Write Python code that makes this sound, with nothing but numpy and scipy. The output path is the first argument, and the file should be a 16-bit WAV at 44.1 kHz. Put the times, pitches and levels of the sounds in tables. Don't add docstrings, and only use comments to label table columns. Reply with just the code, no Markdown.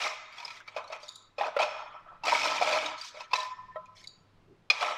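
import sys
import numpy as np
from scipy import signal
from scipy.fft import rfft, irfft
from scipy.io import wavfile
from scipy.ndimage import uniform_filter1d

SR = 44100
rng = np.random.default_rng(int(sys.argv[2]) if len(sys.argv) > 2 else 0)


def store_pcm(level_fs):
    pcm = np.round(np.clip(level_fs, -1, 1) * 32767).astype(np.int16)
    wavfile.write(sys.argv[1], SR, np.atleast_2d(pcm).T)


N = 219390


def undb(db):
    return 10 ** (np.asarray(db) / 20)


def unit_rms(x):
    return x / np.sqrt(np.mean(x ** 2))


def band(x, lo_hz, hi_hz):
    return signal.sosfilt(signal.butter(3, [lo_hz, hi_hz], "bandpass", fs=SR, output="sos"), x)


def sine(hz, t):
    return np.sin(2 * np.pi * hz * t)


def mode(x, hz, t60_s):
    pole = np.exp(2j * np.pi * hz / SR - np.log(1000) / (t60_s * SR))
    return signal.lfilter([1], [1, -pole], x).imag


def colour(x, points, size=4096):
    hz, db = np.transpose(points)
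    log_hz = np.log(np.fft.rfftfreq(size, 1 / SR) + 1)
    cepstrum = irfft(np.log(undb(np.interp(log_hz, np.log(hz), db))))
    cepstrum[1:size // 2] *= 2
    cepstrum[size // 2 + 1:] = 0
    return signal.fftconvolve(x, irfft(np.exp(rfft(cepstrum))))[:len(x)]


def envelope(points):
    times_s, db = np.transpose(points)
    return undb(np.interp(np.arange(N) / SR, times_s, db, left=-200, right=-200))


def wander(rate_hz):
    hold = int(SR / rate_hz)
    steps = np.repeat(rng.standard_normal(N // hold + 1), hold)
    return 1.3 * uniform_filter1d(uniform_filter1d(steps, hold), hold)[:N]


def spell(start_s, hold_s, attack_s=0.0058, settle_db_per_s=265):
    t = np.maximum(np.arange(N) / SR - start_s, 0)
    return (1 - np.exp(-t / attack_s)) * undb(-settle_db_per_s * np.maximum(t - hold_s, 0))


def tinkle(count=7000, lo_hz=600, hi_hz=9000, t60_s=0.026):
    when, pitch, size = rng.random((count, 3)).T[:, :, None]
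    age = np.arange(SR // 60)
    pings = size * undb(-60 * age / SR / t60_s) * sine(lo_hz * (hi_hz / lo_hz) ** pitch, age / SR)
    at = (when * N).astype(int) + age
    return unit_rms(np.bincount(at.ravel(), pings.ravel(), N)[:N])


# start in seconds, hold in seconds, level in dB, extra treble in dB; band gains add to these.
GRIND_SPELLS = [(-.05, .12, -31.5, 1.5), (.1, 0.06, -46, -2), (0.329, 0.24, -52.5, 5.5),
                (0.678, 0.069, -52.5, -1), (0.764, 0.015, -33, -15), (0.913, 0.017, -35, -8.5),
                (0.998, 0.08, -70, 24), (1.379, 0.09, -31, -15.5), (1.589, 0.032, -23.5, -8),
                (1.661, 0.14, -40.5, -17.5), (1.82, 0.2, -46, -26), (2.056, 0.093, -46, -18.5),
                (2.248, 0.22, -29, 1.5), (2.471, 0.11, -32, -0.5), (2.608, 0.17, -30.5, 0),
                (2.802, 0.097, -33, -6), (2.981, 0.11, -60, 20), (3.141, 0.1, -47.5, 0),
                (3.329, 0.096, -42, 7), (3.948, 0.074, -57.5, 8.5), (4.707, 0.13, -37.5, -2),
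                (4.808, 0.064, -34, -4.5), (4.879, 0.11, -35, -10.5)]


def grinding(clicks_per_s=3000, spread_db=4.5, grain_s=0.0012, bass_db=6, mid_db=3, treble_db=5):
    clusters = undb(1.5 * wander(30))
    hits = rng.random(N) < clicks_per_s / SR
    clicks = hits * undb(spread_db * np.minimum(rng.exponential(size=N), 3))
    puffs = signal.lfilter([1], [1, -np.exp(-1 / (grain_s * SR))], clicks)
    grains = clusters * (undb(-3) * tinkle() + unit_rms(puffs * rng.standard_normal(N)))
    bass = treble = 0
    for start_s, hold_s, db, extra_db in GRIND_SPELLS:
        gain = undb(db) * spell(start_s, hold_s)
        bass += undb(bass_db) * gain
        treble += undb(treble_db + extra_db) * gain
    mid = np.sqrt(bass * treble) * undb(mid_db)
    return (band(bass * grains, 200, 1500) + band(mid * grains, 1500, 3300)
            + band(treble * grains, 3300, 17000))


# frequency in Hz, relative noise density in dB.
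RUMBLE_SPECTRUM = [(18, 6), (28, 4.5), (45, -21), (72, -11), (100, -6), (180, -1.5), (260, -19), (400, -28)]
# time in seconds, level in dB.
RUMBLE_LEVELS = [(0, -73.5), (2.9, -69), (3.5, -72), (3.65, -64.5), (4.6, -63.5), (4.68, -72), (4.97, -73)]


def rumble_and_hum(hum_hz=100.6, hum_rel_db=-2.5):
    noise = colour(rng.standard_normal(N), RUMBLE_SPECTRUM, size=16384)
    rumble = unit_rms(band(noise, 8.6, 500)) * undb(2 * wander(3.4))
    phase = 2 * np.pi * np.cumsum(hum_hz * (1 + 0.05 * wander(15))) / SR
    hum = undb(hum_rel_db + 2 * wander(14)) * np.sin(phase)
    return (rumble + hum) * envelope(RUMBLE_LEVELS)


# start in seconds, hollow tone in dB and Hz, bright tone in relative dB and Hz.
CUBE_KNOCKS = [(0.016, -29.5, 930, 7.5, 2840), (0.065, -19, 1217, -14, 2340),
               (0.325, -61, 1220, 25.5, 2300), (0.38, -41.5, 956, 10, 3330), (0.399, -34, 944, 3, 2510),
               (0.427, -32.5, 977, -2, 2310), (0.449, -33.5, 938, 7, 5060), (0.478, -39, 945, 7, 2395),
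               (0.504, -41, 950, 11.5, 2446), (0.566, -50, 910, 17.5, 2010), (0.603, -37.5, 1442, 1, 1600),
               (0.677, -33, 1310, 2.5, 2310), (0.763, -22, 648, -5, 2490), (0.841, -32.5, 1200, -12, 3950),
               (0.877, -51.5, 800, 12, 4340), (0.9, -30.5, 646, -8, 2210), (0.924, -30, 652, -1.5, 2620),
               (1.031, -39.5, 602, 2.5, 4730), (1.382, -24.5, 582, -3.5, 2510), (1.41, -15, 806, -7, 1880),
               (1.564, -15.5, 568.5, -2.5, 1370), (1.589, -14.5, 1327, -8.5, 2280),
               (1.626, -20, 605, 0, 2588), (2.235, -22.5, 904, -4.5, 2670), (2.268, -21.5, 644, 2.5, 2520),
               (2.279, -19, 719, 1, 2364), (2.321, -8.5, 941, -29.5, 2550),
               (2.354, -16.5, 1270, -17.5, 1970), (2.455, -21, 675, -15, 2290),
               (2.612, -12.5, 714, -17, 2470), (2.622, -13, 742, -9.5, 2400),
               (2.673, -19.5, 622, -18, 2430), (2.7, -25.5, 626, -19, 2370), (2.725, -19.5, 600, 2, 2473),
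               (2.761, -18.5, 634, -13, 2380), (2.859, -32, 1248, 9, 3780), (2.979, -37.5, 1280, 6.5, 4320),
               (3.012, -49, 950, 22.5, 4670), (3.143, -35.5, 591, -8, 2380), (3.17, -34.5, 628, -2, 2250),
               (3.205, -26.5, 1005, -2.5, 2566), (3.311, -34, 986, -1, 2420),
               (3.332, -10.5, 1018, -3.5, 2610), (3.355, -24.5, 1070, 5.5, 3980),
               (3.401, -35.5, 970, 8, 3900), (3.758, -24.5, 631, -11.5, 1895), (3.858, -44, 1310, 3, 2440),
               (4.042, -63.5, 1060, 23, 2177), (4.7, -14.5, 1244, 7.5, 2441), (4.809, -27.5, 1050, 6, 2356),
               (4.824, -17, 722, -9, 1520)]
CUBE_OVERTONES = [1.41, 1.7, 2]


def knocks(rise_s=0.0029, crack_s=0.009, tick_s=0.00069, hollow_t60_cycles=43, bright_t60_s=0.042):
    cracks, hollows, clinks = np.zeros((3, N + SR))
    t = np.arange(SR // 3) / SR
    onset = 1 - np.exp(-t / rise_s)
    for start_s, db, hollow_hz, bright_db, bright_hz in CUBE_KNOCKS:
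        cube_shape = rng.standard_normal(len(CUBE_OVERTONES))
        noise = rng.standard_normal(len(t))
        at = slice(int(start_s * SR), int(start_s * SR) + len(t))
        burst = onset * np.exp(-t / crack_s) * noise
        bright_burst = band(burst, bright_hz / 2, min(2.53 * bright_hz, 13000))
        cracks[at] += undb(db + 7) * (band(burst, 440, 1300) + undb(bright_db - 3.5) * bright_burst)
        tick = band(np.exp(-t / tick_s) * noise, 4300, 15000)
        cracks[at] += undb(-27 + 0.067 * (db + bright_db)) * tick
        hollow = sine(hollow_hz, t) + 0.26 * sine(0.9 * hollow_hz, t)
        hollows[at] += onset * undb(db - 60 * t * hollow_hz / hollow_t60_cycles) * hollow
        overtones_hz = bright_hz * np.array(CUBE_OVERTONES) * (1 + 0.0276 * cube_shape)
        bright = sine(bright_hz, t) + undb(-11) * sum(sine(hz, t) for hz in overtones_hz if hz < 6500)
        chatter = 1 + 0.36 * unit_rms(uniform_filter1d(noise, size=120))
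        clinks[at] += onset * undb(db + bright_db - 60 * t / bright_t60_s) * bright * chatter
    return cracks[:N], band(hollows[:N], 250, 6300), clinks[:N]


# frequency in Hz, gain of the direct contact sound in dB.
ICE_COLOUR = [(200, -37.5), (400, -10), (560, -1.5), (1200, -6), (1660, -14.5), (2500, -6.5), (5600, -11),
              (7000, -19), (10000, -33), (13500, -41), (15700, -54)]
# frequency in Hz, relative gain in dB, t60 in seconds.
BIN_MODES = [(532, -8, 0.041), (640, -9.5, 0.073), (722, -17.5, 0.049), (887, -37, 0.13),
             (1027, -17.5, 0.14), (1327, -10, 0.083), (1860, -37.5, 0.45), (2320, 0.5, 0.012),
             (2504, 2.5, 0.014), (5220, -20.5, 0.04)]


def ice_in_bin(contacts, hollows, ring_db=-38):
    drive = contacts + band(hollows, 150, 1300)
    shell = sum(undb(db + ring_db) * mode(drive, hz, t60_s) for hz, db, t60_s in BIN_MODES)
    return colour(contacts, ICE_COLOUR) + shell


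# frequency in Hz, t60 in seconds at t60_scale 1.
ROOM_DECAY = [(250, 0.17), (600, 0.73), (1200, 2.06), (2100, 1.58), (5500, 1.25), (12000, 0.44)]


def room(dry, t60_scale=1, build_s=0.0037, wet_db=-11):
    t, tail = np.arange(SR) / SR, 0
    hz, t60_s = np.transpose(ROOM_DECAY)
    for centre_hz in 177 * 2. ** np.arange(7):
        decay_s = t60_scale * np.interp(np.log(centre_hz), np.log(hz), t60_s)
        octave = band(rng.standard_normal(SR), centre_hz / 2 ** .5, centre_hz * 2 ** .5)
        tail += octave * undb(-60 * t / decay_s)
    tail *= 1 - np.exp(-t / build_s)
    return signal.fftconvolve(dry, tail / np.sqrt(np.sum(tail ** 2)))[:N] * undb(wet_db)


# start in seconds, level in dB, extra dB of the second mode (set by the strike point).
GLASS_TAPS = [(1.081, -41, -8), (1.089, -36.5, 1), (1.104, -57, -6), (1.121, -48, -18), (1.1553, -32, -16),
              (1.2229, -55, 2), (4.04, -43.5, -16), (4.0725, -37.5, 6), (4.1047, -63, 11)]
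# frequency in Hz, relative level in dB, t60 in seconds.
GLASS_MODES = [(3810, 2, 0.029), (4520, -3, 0.056), (4690, -4, 0.022), (6930, -4, 0.028)]


def glass_taps(rise_s=0.0014, tick_s=0.0047):
    taps, t = np.zeros(N + SR), np.arange(SR // 8) / SR
    hz, mode_db, t60_s = np.transpose(GLASS_MODES)[:, :, None]
    onset = 1 - np.exp(-t / rise_s)
    for start_s, db, second_db in GLASS_TAPS:
        detune = 1 + 0.017 * rng.standard_normal(hz.shape)
        noise = rng.standard_normal(len(t))
        wall = undb(mode_db - 60 * t / t60_s) * sine(hz * detune, t)
        wall[1] *= undb(second_db)
        chatter = 1 + 0.42 * unit_rms(uniform_filter1d(noise, size=150))
        tick = undb(-6) * np.exp(-t / tick_s) * noise
        at = int(start_s * SR)
        taps[at:at + len(t)] += undb(db) * onset * (wall.sum(axis=0) * chatter + tick)
    return band(taps[:N], 3000, 9700)


# start in seconds, frequency in Hz, level in dB, t60 in seconds.
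METAL_PEALS = [(1.627, 5324, -52, 0.78), (2.828, 971, -39, 0.66), (3.334, 1015, -27.5, 0.96),
               (3.335, 1790, -42.5, 0.52), (3.336, 625.4, -39, 0.38), (3.757, 1301, -38, 0.3)]


def metal_peals(waver_depth=0.9, waver_cycles=24):
    rings = 0
    for start_s, hz, db, t60_s in METAL_PEALS:
        t = np.maximum(np.arange(N) / SR - start_s, 0)
        waver = 1 + waver_depth * wander(hz / waver_cycles)
        rings += undb(db - 60 * t / t60_s) * waver * sine(hz, t)
    return band(rings, 500, 6500)


# time in seconds, level in dB.
SHAKE_LEVELS = [(2.24, -56.5), (2.718, -53), (2.96, -59)]


def floor_shake():
    return unit_rms(mode(rng.standard_normal(N), hz=305, t60_s=0.093)) * envelope(SHAKE_LEVELS)


# time in seconds, level in dB.
GROAN_LEVELS = [(4.4, -71), (4.53, -56), (4.62, -84)]


def groan():
    return unit_rms(mode(rng.standard_normal(N), hz=370, t60_s=0.033)) * envelope(GROAN_LEVELS)


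def scene():
    cracks, hollows, clinks = knocks()
    body = ice_in_bin(cracks + grinding(), hollows)
    body, hollows = band(body, 340, 21000), band(hollows, 340, 21000)
    shake, taps = floor_shake(), glass_taps()
    body += metal_peals()
    direct = body + hollows + clinks + taps + shake
    short_echoes = room(undb(-6) * clinks + undb(2) * taps, t60_scale=0.55)
    echoes = room(body + undb(-2) * hollows)
    return (direct + short_echoes + echoes + rumble_and_hum() + groan())[None]


def suppress(x, memory_s=0.4, margin_db=-16, depth_db=-12):
    size, hop = 1024, 256
    spectra = signal.stft(x, nperseg=size, noverlap=size - hop)[2]
    power = uniform_filter1d(np.abs(spectra) ** 2, size=15, axis=0)
    power = uniform_filter1d(power, size=5, axis=1) + 1e-20
    pole = np.exp(-hop / (memory_s * SR))
    recent = signal.lfilter([1 - pole], [1, -pole], power, axis=1)
    gain = np.clip(1 - undb(2 * margin_db) * recent / power, undb(depth_db), 1)
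    return signal.istft(spectra * gain, nperseg=size, noverlap=size - hop)[1][:N]


# frequency in Hz, relative noise density in dB.
HISS_SPECTRUM = [(150, 1), (300, 7.5), (1100, 2.5), (4000, -9), (6500, -18.5), (15000, -33.5)]


def record(dry, hiss_db=-69, top_hz=15720):
    hiss = unit_rms(colour(rng.standard_normal(N), HISS_SPECTRUM)) * undb(hiss_db + 0.5 * wander(3.8))
    lowpass = signal.ellip(8, 0.2, 70, top_hz, fs=SR, output="sos")
    return signal.sosfilt(lowpass, suppress(dry[0]) + hiss)[None]


dry = scene()
out = record(dry)
store_pcm(out)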